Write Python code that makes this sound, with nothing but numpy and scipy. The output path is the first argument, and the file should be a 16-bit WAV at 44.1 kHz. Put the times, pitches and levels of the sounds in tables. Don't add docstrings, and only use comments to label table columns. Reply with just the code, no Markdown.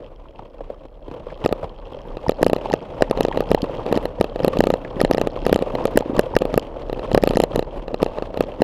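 import sys
import numpy as np
from scipy import signal
from scipy.io import wavfile
from scipy.ndimage import uniform_filter1d

SR = 44100
rng = np.random.default_rng(int(sys.argv[2]) if len(sys.argv) > 2 else 0)


def generate_wav(sig):
    pcm = np.round(np.clip(np.atleast_2d(sig).T, -1, 1) * 32767).astype(np.int16)
    wavfile.write(sys.argv[1], SR, pcm)


N = 380583


def undb(db):
    return 10 ** (np.asarray(db) / 20)


def unit(x):
    return x / np.sqrt(np.mean(x ** 2))


def ring(x, hz, t60):
    pole = np.exp(2j * np.pi * hz / SR - np.log(1000) / (t60 * SR))
    return signal.lfilter([0, pole.imag], [1, -2 * pole.real, abs(pole) ** 2], x)


def band(x, hz, width):
    b, a = signal.iirpeak(hz, hz / width, SR)
    return signal.lfilter(b, a, signal.lfilter(b, a, x))


def blows(seconds, size):
    out = np.zeros(N + 2)
    place = np.clip(seconds * SR, 0, N)
    whole = place.astype(int)
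    np.add.at(out, whole, size * (1 - place + whole))
    np.add.at(out, whole + 1, size * (place - whole))
    return out[:N]


def walk(rate):
    hold = int(SR / rate)
    steps = np.repeat(rng.standard_normal(N // hold + 1), hold)[:N]
    return unit(uniform_filter1d(uniform_filter1d(steps, hold), hold))


def struck(seconds, size, modes, scatter_db, crack_s):
    mix = undb(scatter_db * rng.standard_normal((len(seconds), len(modes))))
    fade = np.exp(-1 / (crack_s * SR))
    grit = 0.33 * rng.standard_normal(N)
    out = 0
    for k, (hz, db, t60) in enumerate(modes):
        hit = blows(seconds, size * undb(db) * mix[:, k])
        crackle = grit * signal.lfilter([0, 1], [1, -fade], hit)
        out = out + (-1) ** k * ring(hit + crackle, hz, t60)
    return out


DELAY_SPREAD_S, TAKEN_S = 0.001, 0.008


def company(listed, delay_s, rule, least_db, pause_s, next_s):
    s, db = np.transpose(KNOCKS)
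    base_db, slope, spread_db = rule
    chance = rng.standard_normal((2, len(s)))
    rows = np.array(listed)
    at = s + delay_s
    rested = np.diff(s, prepend=0) > pause_s
    followed = np.diff(s, append=N / SR) < next_s
    unlisted = np.abs(at[:, None] - rows[:, 0]).min(axis=1) > TAKEN_S
    free = (db > least_db) & rested & followed & unlisted
    level_db = base_db + slope * db + spread_db * chance[1]
    start_s = at + DELAY_SPREAD_S * chance[0]
    return np.r_[rows[:, 0], start_s[free]], np.r_[rows[:, 1], level_db[free]]


# start_s, level_db
GROUND = [(0.0, -45), (0.17, -52.5), (0.41, -45), (0.96, -51.5), (1.12, -42.5), (1.58, -45.5),
          (2.01, -39.5), (2.21, -41.5), (2.73, -34.5), (2.89, -39.5), (3.3, -33.5), (3.95, -34),
          (4.13, -36.5), (4.37, -33.5), (4.78, -37), (5.22, -32.5), (5.64, -35.5), (5.79, -31.5),
          (6.87, -36), (8.63, -36.5)]


def ground_shaking():
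    return np.interp(np.arange(N) / SR, *np.transpose(GROUND))


# start_s, level_db
SCRAPES = [(0.02, -40), (0.393, -23), (0.423, -27), (0.545, -31.5), (0.608, -27), (0.702, -29.5),
           (0.854, -26), (1.082, -23), (1.114, -23.5), (1.141, -24.2), (1.2, -25.5), (1.268, -28),
           (1.32, -25.5), (1.442, -15.5), (1.512, -24), (1.631, -22.5), (1.643, -21.5), (1.945, -25.5),
           (2.584, -22), (2.816, -21.5), (3.944, -17.5), (4.402, -16), (4.532, -19), (4.849, -21),
           (4.877, -22.5), (5.785, -23), (6.163, -19), (7.576, -17)]
# pitch_hz, width_hz, level_db, scatter_db (between scrapes)
RATTLE = [(71, 65, -9.5, 0.5), (135, 89, -8, -1), (312, 280, -3.5, -2), (526.6, 208, 0, 4.5),
          (859, 310, -10, 4.5), (1055, 310, -20, 9.5), (1820, 800, -35.5, 10.5), (2700, 1520, -22.5, 5.5),
          (4230, 1800, -41, 4), (7500, 6200, -45, 1), (11500, 4700, -53, 8.5)]
RATTLE_PER_S = 300
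STIR_DB, STIR_S = 3.0, 0.11
ROLLING_DB = -58


def rattle(level_db):
    s, db = np.transpose(KNOCKS)
    knock = blows(s, undb(db))
    seated = signal.lfilter([1], [1, -np.exp(-1 / (0.031 * SR))], knock)
    stirred = uniform_filter1d(knock, int(STIR_S * SR)) * STIR_S * SR
    busy = undb(level_db + STIR_DB * np.tanh(stirred) - 7.2 * np.minimum(seated, 1))
    surge = walk(30)

    count = int(RATTLE_PER_S * N / SR)
    small_s = rng.random(count) * N / SR
    small = undb(2.5 * np.minimum(rng.exponential(size=count), 3.0)) * busy[(small_s * SR).astype(int)]
    clear_s, clear_db = np.transpose(SCRAPES)
    seconds = np.r_[small_s, clear_s - 0.002, s]
    size = np.r_[small, undb(clear_db), undb(db - 19)]

    colour = rng.standard_normal((len(seconds), len(RATTLE)))
    rise, fall = np.exp(-1 / (0.0019 * SR)), np.exp(-1 / (0.0031 * SR))
    out = 0
    for k, (hz, width, band_db, scatter_db) in enumerate(RATTLE):
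        power = blows(seconds, (size * undb(scatter_db * colour[:, k])) ** 2)
        power = signal.lfilter([1], [1, -fall ** 2], power)
        power = signal.lfilter([1 - rise], [1, -rise], power)
        drive = np.sqrt(power + (0.63 * busy) ** 2)
        drive = drive * undb(surge * (0.8 + 0.9 * np.log2(1 + hz / 410.0)))
        drive = np.hypot(drive, undb(ROLLING_DB)) * rng.standard_normal(N)
        out = out + undb(band_db) * np.sqrt(SR / width / 2) * band(drive, hz, width)
    return out


# start_s, level_db
SWAY = [(0, -41), (1.85, -39), (2.69, -36.5), (2.95, -46), (3.03, -33), (4.18, -37), (4.59, -31),
        (4.85, -41.5), (5.02, -30.5), (6.13, -39.5), (6.85, -35), (7.33, -32), (7.64, -32), (8.63, -41)]
SWAY_HZ, SWAY_WIDTH_HZ = 31.4, 14.3


def sway_level():
    return np.interp(np.arange(N) / SR, *np.transpose(SWAY))


def sway(level_db):
    return unit(band(rng.standard_normal(N), SWAY_HZ, SWAY_WIDTH_HZ)) * undb(level_db)


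def hiss():
    return undb(-84) * rng.standard_normal(N)


# start_s, level_db
CONTACTS = [(0.0444, -49), (0.0628, -46), (0.1605, -48), (0.2853, -46), (0.4998, -50), (0.5824, -50),
            (0.7444, -52), (0.8844, -54), (1.0244, -52), (1.2844, -43), (1.3049, -45), (1.3533, -48),
            (1.6944, -41), (1.7868, -48), (1.8544, -43), (1.8701, -43), (1.9335, -39), (1.9694, -48),
            (1.9889, -42), (2.0168, -44), (2.0344, -47), (2.0844, -47), (2.1196, -48), (2.359, -44),
            (2.8055, -38.5)]
# pitch_hz, level_db, t60_s
LIGHT = [(1950, -9.5, .006), (2670, -4.5, 0.01), (3208, -3, 0.013), (4270, -9, 0.0058),
         (5230, -10.5, 0.0045)]
CHATTER_PER_S = 63
CHATTER_DB, CHATTER_SWELL_DB, CHATTER_SPREAD_DB = -13.0, 3.0, 4.0


def light_contacts(level_db):
    count = int(CHATTER_PER_S * N / SR) - 1
    chance = rng.standard_normal((2, count))
    jitter = np.clip(0.3 * chance[0], -0.5, 0.5)
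    light_s = (np.arange(count) + 0.5 + jitter) / CHATTER_PER_S
    swell_db = level_db + CHATTER_SWELL_DB * walk(10)
    light_db = swell_db[(light_s * SR).astype(int)] + CHATTER_DB + CHATTER_SPREAD_DB * chance[1]
    clear_s, clear_db = np.transpose(CONTACTS)
    seconds, size = np.r_[clear_s, light_s], undb(np.r_[clear_db, light_db])
    return struck(seconds, size, LIGHT, scatter_db=3.0, crack_s=0.00052)


# start_s, level_db, pitch_hz
THUDS = [(2.264, -16.5, 887), (2.412, -13.5, 280), (2.657, -15, 854), (2.711, -15.5, 830),
         (3.008, -10.5, 610), (3.313, -17.5, 915), (3.576, -17.5, 850), (3.63, -9.5, 246),
         (3.912, -12.5, 233), (3.961, -10, 270), (4.474, -9, 256), (4.592, -5, 238), (4.966, -16.9, 190),
         (5.036, -8.5, 220), (5.237, -19, 180), (5.549, -12, 179), (5.956, -6.5, 260), (6.023, -18.5, 830),
         (6.058, -18.5, 298), (6.096, -10, 272), (6.132, -15.5, 290), (6.176, -12.5, 213),
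         (6.338, -18.5, 910), (6.35, -14.5, 148), (6.561, -10.5, 150), (7.137, -10, 170), (7.299, -11, 189),
         (7.356, -10.5, 204), (8.605, -11.0, 227)]
# level_db after a 0 dB knock, dB per dB of knock, spread_db
THUD_RULE = (-16.5, 0.43, 3.2)
THUD_HZ, THUD_HZ_SPREAD = 205, 0.18


def thuds():
    s, db = company(THUDS, -0.0125, THUD_RULE, least_db=-9.7, pause_s=0, next_s=np.inf)
    loose_hz = THUD_HZ * np.exp(THUD_HZ_SPREAD * rng.standard_normal(len(KNOCKS)))
    hz = np.r_[np.array(THUDS)[:, 2], loose_hz]
    t = np.arange(1000) / SR
    rise_s = 0.0017
    shape = t / rise_s * np.exp(1 - t / rise_s)
    out = np.zeros(N + len(t))
    for start, size, f in zip((s * SR).astype(int), undb(db), hz):
        out[start:start + len(t)] += size * shape * np.sin(2 * np.pi * f * t)
    return out[:N]


# start_s, level_db
TAPS = [(1.4501, -23.5), (2.2836, -23.5), (2.7301, -22), (3.5059, -27.5), (5.0043, -21), (5.1347, -22),
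        (5.1732, -26), (7.357, -25.5), (8.0198, -23.5)]
# pitch_hz, level_db, t60_s
CORNER = [(1855, -0.5, 0.015), (5240, -2.5, 0.0062), (11200, -16, .004)]
# level_db after a 0 dB knock, dB per dB of knock, spread_db
TAP_RULE = (-29, 0.7, 3.1)


def corner_taps():
    s, db = company(TAPS, -0.011, TAP_RULE, least_db=-6, pause_s=0.036, next_s=np.inf)
    return struck(s, undb(db), CORNER, scatter_db=1.0, crack_s=0.00023)


# start_s, level_db
KNOCKS = [(1.4605, -2), (1.4909, -15), (1.526, -4.5), (2.17, -16.5), (2.294, -2.5), (2.3188, -15.5),
          (2.4293, 1.3), (2.4649, -1.2), (2.498, -8), (2.5319, -2.5), (2.5634, -10.5), (2.7001, -14),
          (2.7381, -3.5), (3.022, 2), (3.1109, -4.5), (3.1742, -11.5), (3.2074, -2.5), (3.2502, -5),
          (3.284, -11), (3.3594, -18), (3.3736, -6), (3.4058, -7), (3.5153, -1.1), (3.547, -1.5),
          (3.6413, -13), (3.8636, -11), (3.926, -4.5), (3.9745, -5.5), (4.0548, -8.5), (4.211, -1),
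          (4.243, -10), (4.3594, -13), (4.3924, -16.5), (4.4465, -3), (4.48, -4), (4.5704, -9),
          (4.6054, 0.7), (4.6387, -5.5), (4.6701, -4.5), (4.7028, -3.5), (4.7388, -6.5), (4.9992, -16),
          (5.014, -1.5), (5.0485, -2), (5.0777, -24), (5.1114, -0.9), (5.147, -7), (5.181, -5.5),
          (5.2142, -4), (5.2719, -7), (5.3628, -17), (5.4654, -2.5), (5.495, -8), (5.5277, 3),
          (5.5599, -3.5), (5.59, -12), (5.6235, -9.5), (5.7525, -8.5), (5.854, -3), (5.8782, -18),
          (5.974, 3), (6.007, -13), (6.1524, -19), (6.1931, 2.5), (6.3655, 4.2), (6.4196, -8),
          (6.4531, -10), (6.541, -5.5), (6.5769, -0.6), (6.8972, -14.5), (6.929, -11.5), (6.9938, -15.5),
          (7.1157, -10.5), (7.1472, 1), (7.1765, -0.2), (7.2368, 0.5), (7.262, -17), (7.2741, -2),
          (7.3082, -7.5), (7.3352, -11.5), (7.371, -1.5), (7.401, -0.5), (7.4371, -3), (7.5591, -5),
          (7.5926, -5.5), (7.626, -14), (7.8808, -16), (7.9433, -9), (8.0288, -2.3), (8.0624, -11.5),
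          (8.1848, -14.5), (8.2233, -12.5), (8.3424, -18), (8.3735, -10.5), (8.4072, -3), (8.438, -15),
          (8.6193, -2.5)]
# pitch_hz, level_db, t60_s, sign (at the microphone)
SHELL = [(215, 3, 0.0048, 1), (469, 0.5, 0.01, 1), (680, -24.5, 0.02, -1), (929, -8.5, 0.014, -1),
         (1224, -10.5, 0.019, -1), (1878, -2.5, 0.0042, -1), (2540, 4.5, 0.0024, 1), (2651, 0, 0.006, -1),
         (3000, -11, 0.0043, 1), (4150, -3.5, 0.007, -1), (4280, -19.5, 0.0022, 1)]
# pitch_hz, level_db, t60_s
EDGE = [(6110, -4, 0.0051), (7200, -2.5, 0.0052), (8300, -7, 0.0044), (10030, -1, 0.0035),
        (11600, 5, 0.0024), (13120, -0.5, 0.0024)]
CONTACT_S, RELEASE = 0.00094, 0.78
SOFTNESS = 0.8743
SWAY_KICK_DB, SWAY_T60_S = -35, 0.066


def knocks():
    s, db = np.transpose(KNOCKS)
    mix = undb(1.14 * rng.standard_normal((len(s), len(SHELL))))
    contact_s = CONTACT_S * (1 + 0.039 * rng.standard_normal(len(s)))
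    shell = 0
    for k, (hz, mode_db, t60, sign) in enumerate(SHELL):
        size = undb(db + mode_db) * mix[:, k] * np.sign(sign)
        push = blows(s, size) - RELEASE * blows(s + contact_s, size)
        shell = shell + ring(push, hz, t60)
    shell = signal.lfilter([1 - SOFTNESS], [1, -SOFTNESS], shell)
    edge = struck(s + 0.0001972, undb(2.14 * db - 22.5), EDGE, scatter_db=3.0, crack_s=0.00024)
    mount = ring(blows(s, undb(db + SWAY_KICK_DB)), SWAY_HZ, SWAY_T60_S)
    fall = np.exp(-1 / (0.0059 * SR))
    pull = signal.lfilter([1], [1, -fall], blows(s, undb(db - 18.5))[::-1])[::-1]
    return shell + edge + mount - pull


# start_s, level_db
TICKS = [(2.72, -27), (3.231, -20.5), (3.6193, -22), (3.9547, -25.0), (4.5876, -20.5), (6.166, -25.5),
         (6.2109, -28), (6.388, -27), (6.5957, -26.5), (7.1308, -28), (7.2197, -30), (7.291, -20),
         (7.3496, -28), (7.4184, -21)]
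# pitch_hz, level_db, t60_s
LATCH = [(3110, -4, 0.0077), (4400, -7, 0.0084), (5220, -5, 0.004), (6470, -13, .006), (7320, -14, 0.0088),
         (9800, -21, 0.0074), (11000, -15, 0.0034), (13200, -25, .003)]
# level_db after a 0 dB knock, dB per dB of knock, spread_db
TICK_RULE = (-31.5, 1, 4.6)


def latch_ticks():
    s, db = company(TICKS, 0.016, TICK_RULE, least_db=-6, pause_s=0, next_s=0.045)
    return struck(s, undb(db), LATCH, scatter_db=1.5, crack_s=0.00033)


SIDE_DB, SIDE_RUMBLE_DB = -61.5, -22


def stereo(mid, sway_db):
    brightened = mid + 57.0 * np.diff(mid, prepend=0)
    flutter = undb(SIDE_DB) * walk(300) * brightened
    rumble = undb(sway_db + SIDE_RUMBLE_DB) * unit(band(rng.standard_normal(N), 25.0, 31.0))
    side = flutter + rumble
    return np.array([mid + side, mid - side])


def scene():
    rattle_db, sway_db = ground_shaking(), sway_level()
    mid = rattle(rattle_db) + sway(sway_db) + hiss() + light_contacts(rattle_db)
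    mid = mid + thuds() + corner_taps() + knocks() + latch_ticks()
    return stereo(mid, sway_db)


TOP_HZ = 16000


def record(dry):
    low_pass = signal.ellip(10, 0.05, 80, TOP_HZ, fs=SR, output="sos")
    return signal.sosfilt(low_pass, np.clip(dry, -1, 1))


dry = scene()
out = record(dry)
generate_wav(out)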